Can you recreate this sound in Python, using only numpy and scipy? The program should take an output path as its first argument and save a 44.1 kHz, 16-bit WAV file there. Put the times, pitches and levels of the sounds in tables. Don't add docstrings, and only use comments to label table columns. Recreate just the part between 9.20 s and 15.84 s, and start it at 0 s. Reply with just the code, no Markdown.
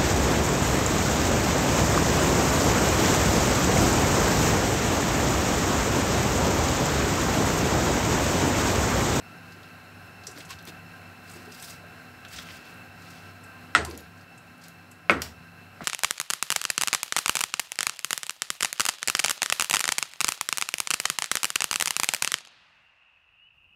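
import sys
import numpy as np
from scipy import signal
from scipy.fft import rfft, irfft, next_fast_len
from scipy.io import wavfile
from scipy.ndimage import map_coordinates

SR = 44100
rng = np.random.default_rng(int(sys.argv[2]) if len(sys.argv) > 2 else 0)


def invert_db(x):
    u = np.asarray(x, float) / 20
    return 10 ** u


def generate_wav(sig):
    pcm = np.round(np.clip(np.atleast_2d(sig).T, -1, 1) * 32767).astype(np.int16)
    wavfile.write(sys.argv[1], SR, pcm)


N = 292824

# frequency in Hz, level in dB rms, line width in Hz.
FAN_TONES = [(96.6, -54, 7.6), (169.7, -56, 9), (247, -60, 12)]
# frequency in Hz, density in dB per Hz.
FAN_AIR = [(18, -34), (40, -12), (70, -5.5), (130, -2), (220, -7.5), (400, -12), (950, -16), (2100, -15.5),
           (2900, -19.5), (3400, -27.5), (6500, -30.5), (12900, -36.5), (13300, -37.5), (15700, -34.5)]
# frequency in Hz, width in Hz, level in dB above the air.
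HOOD_MODES = [(300, 19, 1), (740, 91, 8), (1040, 8.4, 12.5), (1342, 59, 11), (1400, 29, -5),
              (1470, 31, 8.5), (1571, 30, 15), (1640, 26, 8), (1860, 15, 5.5), (2662, 48, 15),
              (4100, 300, 10.5), (5330, 26, 15), (6300, 58, -3), (7300, 52, 3), (8000, 390, -1),
              (9800, 50, 6), (11080, 60, 9.5), (11880, 220, 7), (12500, 550, 6.5)]
FAN_DB = -47.5

# loudest moment in seconds, stroke in seconds, crackle in dB, wet share in dB.
RUSTLE = [(.33, 0.14, -69, 2), (1.08, 0.036, -58, -5), (1.19, 0.042, -52, 2.5), (1.309, 0.025, -48.5, 4.5),
          (1.48, .018, -49, 2.5), (2.14, .11, -54, -4), (2.34, 0.035, -51, -3), (2.43, 0.059, -48, -2.5),
          (2.51, 0.053, -54.5, -2), (3.15, 0.056, -47.5, 2), (3.2, 0.019, -60, 2), (3.31, .074, -54.5, 5),
          (3.48, .04, -61, 6), (3.9, .18, -61, 4), (4.72, 0.1, -59.5, 6), (5.44, 0.049, -59, 7),
          (6.04, .055, -52, 1.5), (6.61, .03, -66, -3)]
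# frequency in Hz, density in dB per Hz.
CRACKLE = [(1760, -13), (3000, -17), (4870, 1.5), (6500, -5), (8600, -2), (9300, -8), (15500, -8)]
# frequency in Hz, density in dB per Hz.
WET = [(500, -40), (1000, -17), (2200, -0.5), (4200, -3), (7000, -11.5), (12000, -54)]
RISE_SHARE, FALL_SHARE = 0.7, 1.3

# start in seconds, peak in dB, centre in Hz.
SNAPS = [(.3194, -43, 4620), (.428, -41, 4000), (1.035, -39.5, 3980), (1.067, -27, 5750),
         (1.112, -40, 6950), (1.1617, -42, 4500), (1.249, -41, 6460), (1.3861, -40.5, 4100),
         (2.319, -37, 5330), (3.082, -41, 7000), (3.161, -34, 5900), (3.82, -47, 5000), (4.236, -44, 7900),
         (4.975, -47, 5500), (5.008, -45, 5000), (5.176, -45, 7760), (5.415, -44, 5500), (5.437, -37, 5460),
         (6.617, -42, 5500)]
# start in seconds, peak in dB, centre in Hz.
SCRAPES = [(1.175, -32.5, 4070), (1.204, -37, 5500), (1.3085, -36, 4500), (1.473, -35, 3500),
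           (3.0493, -31, 2700), (3.127, -36, 3000), (3.138, -36, 2200), (3.187, -27, 3480),
           (3.198, -37, 3580), (3.287, -31.5, 2200), (3.304, -34, 2100)]
# start in seconds, peak in dB, centre in Hz.
SPLITS = [(1.304, -31, 5830), (2.096, -42, 6500), (2.1117, -39, 7500), (2.1334, -44, 8000),
          (2.345, -39, 4840), (2.397, -36, 5750), (2.4225, -32, 8050), (2.5031, -32, 6000),
          (3.4494, -47, 5500), (3.9018, -42, 5500), (5.7123, -38, 7300), (1.181, -42, 7500),
          (1.472, -42, 11000)]
# start in seconds, peak in dB, centre in Hz.
DRIPS = [(1.426, -44, 6000), (3.573, -48, 12500), (1.4526, -35, 6040), (2.3757, -49, 7850),
         (2.475, -39, 9050), (3.541, -43, 12000), (4.7008, -36, 10000), (4.7757, -27, 6600),
         (4.805, -37, 5000), (5.2694, -52, 9000), (5.3792, -45, 9000), (5.4827, -31.5, 7000)]
# start in seconds, peak in dB, centre in Hz.
SPLASHES = [
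    (4.6488, -22.5, 7300),
    (4.6492, -29, 4400),
    (4.7108, -28, 4900),
    (4.751, -38, 5500),
    (5.9078, -22, 6300),
    (6.0189, -14.5, 5200),
    (6.0186, -21, 11800),
    (6.0187, -21, 2700),
]
# body in dB, air in dB, t60 in seconds, attack in seconds, opening tick in dB.
SNAP_KIND = (-16, -21, .045, .0025, -20)
SCRAPE_KIND = (0, -27, .028, .0006, 4)
SPLIT_KIND = (-5, -10, .035, .003, -20)
DRIP_KIND = (-12, 1, .02, .0002, 6)
SPLASH_KIND = (-4, -16, .04, .0002, 5)
TICK_T60_S = 0.0054

# start in seconds, peak in dB, resonance in Hz.
SHOVES = [(.351, -42, 360), (1.07, -33.5, 410), (1.16, -34, 300), (1.17, -35, 553), (1.298, -27, 1040),
          (1.33, -34, 90), (1.47, -26, 288), (2.149, -35, 350), (2.2, -43, 230), (2.27, -35, 405),
          (2.63, -38, 620), (3.13, -30.5, 70), (3.3, -39, 80), (3.45, -38, 270), (3.799, -48, 406),
          (6.611, -30, 240), (6.612, -22, 111), (6.614, -27, 70)]
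# start in seconds, peak in dB, resonance in Hz.
ROCKING = [(4.585, -21, 410), (4.6, -34, 203), (4.602, -25, 1350), (4.61, -40, 705), (4.66, -34, 1000),
           (4.671, -24.5, 340), (4.71, -32, 473), (4.72, -30, 200), (4.73, -29.5, 300), (4.76, -37.5, 475),
           (5.91, -13.5, 545), (5.93, -24.5, 408), (5.941, -12.5, 270), (5.95, -35, 1400),
           (5.96, -35, 1950), (6.05, -36, 203)]
# t60 in seconds at the middle resonance, exponent lengthening low ones.
SHOVE_RING = (0.13, 0.3)
ROCK_RING = (0.23, .05)
MIDDLE_HZ = 400
HARD_DB, LINGER = -28.5, 0.3

# start in seconds, blow in dB, stove thud in dB, tail in dB, crack in dB.
KNOCKS = [
    (4.5503, 1, -34.5, -24, -17.5),
    (5.8966, 4, -36, -19, -28),
    (6.6072, -22.5, -48.5, -39, -25),
]
# frequency in Hz, width in Hz, level in dB.
RIM_FAR = [(340, 33, -28), (410, 20, -31), (610, 30, -30), (704, 28, -12), (1000, 44, -12), (1180, 33, -34),
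           (1350, 31, 6.5), (1440, 42, 3), (1600, 80, -4), (1878, 54, 0), (2006, 28, -7), (2490, 60, -11),
           (2650, 85, -10), (3470, 110, -15), (3740, 120, -10), (4240, 200, -16), (5440, 210, -14),
           (7900, 760, -8)]
# frequency in Hz, width in Hz, level in dB.
RIM_NEAR = [(230, 90, -25), (270, 20, 0), (407, 25, -16), (545, 40, 11), (620, 25, -1), (820, 50, -16),
            (1020, 42, -3), (1343, 14, 11.5), (1490, 42, 8), (1630, 46, -3), (1940, 62, -2),
            (2193, 77, 6.5), (2220, 59, -6), (2404, 67, 1.5), (2500, 63, 4), (2650, 160, -32),
            (3550, 100, -20), (4170, 260, -32), (4930, 240, -11), (6900, 400, -29)]
# frequency in Hz, width in Hz, level in dB.
RIM_SOFT = [(230, 80, -8), (704, 140, 5), (1130, 220, -6), (1510, 230, 0), (2070, 400, -11)]
# delay in seconds, level in dB.
WALLS = [(.0029, -11), (.0085, -7), (0.01, -7), (0.021, -14.5)]
ECHO_DB = -4
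# frequency in Hz, t60 in seconds.
KITCHEN = [(80, 0.95), (250, 0.31), (700, 0.43), (2000, 0.27), (5000, 0.23), (12000, 0.23)]
# frequency in Hz, density in dB per Hz.
TAIL_FAR = [(71, -32), (120, -9), (246, -3.5), (410, 5), (503, -18), (712, 2.5), (856, -4.5), (2020, 1.5),
            (2240, -7), (2590, -6), (3050, -7), (8140, -16), (16000, -46)]
# frequency in Hz, density in dB per Hz.
TAIL_NEAR = [(71, -26), (120, -13), (196, -16), (261, -7.5), (370, -12), (410, -13), (839, -24),
             (1370, -13.5), (1720, -15), (1980, -15), (2200, -18), (2530, -23), (16000, -58)]
# frequency in Hz, t60 in seconds, level in dB.
STOVE = [(78.4, 0.52, 1.5), (101.6, 0.3, -2), (134, 0.35, -3.5)]
EDGE_HZ, EDGE_DB = 9200, -7

# frequency in Hz, gain in dB.
TOP_LIMIT = [(15720, 0), (15800, -38), (16900, -40), (17000, -90)]
# start in seconds, depth in dB (negative lifts), release in seconds.
DUCK = [
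    (4.55, 4.5, 3.7),
    (5.896, -0.5, 2),
]


def unit(x):
    return x / np.sqrt(np.mean(x ** 2) + 1e-20)


def along(points, hz):
    f, v = np.transpose(points)
    return np.interp(np.log(hz + 1), np.log(f + 1), v)


def filtered(x, response):
    m = next_fast_len(len(x) + SR // 10)
    return irfft(rfft(x, m) * response(np.fft.rfftfreq(m, 1 / SR)), m)[..., :len(x)]


def peak(f, hz, width_hz):
    return 1j * f * width_hz / (hz * hz - f * f + 1j * f * width_hz)


def wobble(rate):
    knots = rng.standard_normal(int(N * rate / SR) + 4)
    return map_coordinates(knots, [np.arange(N) * rate / SR])


def add(track, s, sound):
    part = track[round(s * SR):][:len(sound)]
    part += sound[:len(part)]


def tail(colour):
    hz, t, z = signal.stft(rng.standard_normal(SR // 2), SR, nperseg=512)
    decay_db = along(colour, hz)[:, None] - 60 * t / along(KITCHEN, hz)[:, None]
    answer = signal.istft(z * invert_db(decay_db), SR, nperseg=512)[1]
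    answer = answer * (1 - np.exp(-np.arange(len(answer)) / SR / 0.0027))
    return answer / np.linalg.norm(answer)


def fan():
    def hood(f):
        gain = sum(invert_db(2 * db) * abs(peak(f, c, w)) ** 2 for c, w, db in HOOD_MODES)
        return invert_db(along(FAN_AIR, f)) * np.sqrt(1 + gain)

    level_db = FAN_DB + 0.33 * wobble(2.01) + 0.64 * wobble(14)
    out = invert_db(level_db) * unit(filtered(rng.standard_normal(N), hood))
    t = np.arange(N) / SR
    for hz, db, width_hz in FAN_TONES:
        sway = 1 + 0.44 * (wobble(width_hz) + 1j * wobble(width_hz))
        out += invert_db(db + 2.5) * np.real(sway * np.exp(2j * np.pi * hz * t))
    return out


def rustle():
    t = np.arange(0, N + 64, 64) / SR
    dry_gain, wet_gain = np.zeros(len(t)), np.zeros(len(t))
    for s, stroke, db, wet_db in RUSTLE:
        side_s = stroke * np.where(t < s, RISE_SHARE, FALL_SHARE)
        swell = np.exp(-((t - s) / side_s) ** 2)
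        dry_gain += invert_db(db) * swell
        wet_gain += invert_db(db + wet_db) * swell

    def grains(colour):
        clumped = rng.standard_normal(N) * invert_db(2.6 * wobble(70) + 2.3 * wobble(900))
        return unit(filtered(clumped, lambda f: invert_db(along(colour, f))))

    now = np.arange(N) / SR
    return np.interp(now, t, dry_gain) * grains(CRACKLE) + np.interp(now, t, wet_gain) * grains(WET)


def snaps():
    out, t = np.zeros(N), np.arange(SR // 8) / SR
    kinds = ((SNAPS, SNAP_KIND), (SCRAPES, SCRAPE_KIND), (SPLITS, SPLIT_KIND),
             (DRIPS, DRIP_KIND), (SPLASHES, SPLASH_KIND))
    events = [row + kind for rows, kind in kinds for row in rows]
    for s, db, hz, body_db, air_db, t60, attack_s, tick_db in events:
        def colour(f):
            ripple = 1 + 0.75 * peak(f, 8100, 680) - 0.49 * peak(f, 1.182 * hz, 0.14 * hz)
            band = peak(f, hz, 0.8 * hz) ** 3 * ripple
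            body = invert_db(body_db + 1.0) * peak(f, 1740, 1570) ** 2
            air = invert_db(air_db) * peak(f, 11900, 6300) ** 3
            return band + body - air

        decay = invert_db(-60 * t / t60) + invert_db(tick_db - 60 * t / TICK_T60_S)
        burst = rng.standard_normal(len(t)) * decay * (1 - np.exp(-t / attack_s))
        sound = filtered(burst, colour)
        add(out, s, invert_db(db) * sound / abs(sound).max())
    room = signal.oaconvolve(out, tail([(100, 0)])[:SR // 4])[:N]
    return out + invert_db(-6.0) * room


def bumps():
    out, t = np.zeros(N), np.arange(SR // 3) / SR
    for s, db, hz, ring_s, low in [row + SHOVE_RING for row in SHOVES] + [row + ROCK_RING for row in ROCKING]:
        t60 = ring_s * (MIDDLE_HZ / hz) ** low * invert_db(LINGER * (HARD_DB - db))

        def resonance(f):
            return (peak(f, hz, 0.07 * hz + 10) + 0.3) * peak(f, hz, 0.9 * hz) ** 2

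        puff = unit(filtered(rng.standard_normal(len(t)), resonance))
        add(out, s, invert_db(db - 7.0 - 60 * t / t60) * puff * (1 - np.exp(-t / 0.011)))
    return out


def knocks():
    out, t = np.zeros(N), np.arange(SR // 2) / SR
    blow = t * np.exp(-t / 0.00005)
    rims, colours = (RIM_FAR, RIM_NEAR, RIM_SOFT), (TAIL_FAR, TAIL_NEAR, TAIL_NEAR)
    for (s, db, thud_db, tail_db, crack_db), rim, colour in zip(KNOCKS, rims, colours):
        def body(f):
            total = 0
            for hz, width_hz, mode_db in rim:
                sign = 1 if hz < 1200 or hz > 3000 else -1
                total = total + sign * invert_db(mode_db) * peak(f, hz, width_hz)
            return total * peak(f, 2350, 4700)

        ring = filtered(blow, body)
        crack_burst = rng.standard_normal(len(t)) * invert_db(-60 * t / 0.034)
        crack = filtered(crack_burst, lambda f: peak(f, 3700, 3600) ** 2)
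        knock = invert_db(db) * (ring / abs(ring).max() + invert_db(crack_db) * crack)
        add(out, s, knock)
        for delay, echo_db in WALLS:
            add(out, s + delay, invert_db(echo_db + ECHO_DB) * knock)
        add(out, s, invert_db(tail_db + 32) * tail(colour))
        boom = sum(invert_db(g - 60 * t / t60) * np.sin(2 * np.pi * hz * t) for hz, t60, g in STOVE)
        add(out, s, invert_db(thud_db + 15.5) * boom * (1 - np.exp(-t / 0.052)) ** 2)

    def knock_colour(f):
        shelf_db = EDGE_DB / (1 + (EDGE_HZ / (f + 1)) ** 30)
        return invert_db(shelf_db) * (1 + 0.9 * peak(f, 8350, 600))

    return filtered(out, knock_colour)


def scene():
    return (fan() + rustle() + snaps() + bumps() + knocks())[None]


def roll_off(x):
    return signal.sosfilt(signal.butter(12, 17010, fs=SR, output="sos"), x)


def record(dry):
    t = np.arange(N) / SR
    duck_db = np.zeros(N)
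    for s, depth_db, release_s in DUCK:
        since = np.maximum(t - s, 0)
        duck_db += depth_db * (1 - np.exp(-since / 0.26)) * np.exp(-since / release_s)

    def band_limits(f):
        bass_cut = (1j * f / (45 + 1j * f)) ** 3
        return invert_db(along(TOP_LIMIT, f)) * bass_cut

    x = filtered(dry[0] * invert_db(-duck_db), band_limits)
    x = x / (1 + abs(x / 1.05) ** 8) ** (1 / 8)
    return roll_off(x[None])


dry = scene()
out = record(dry)
generate_wav(out)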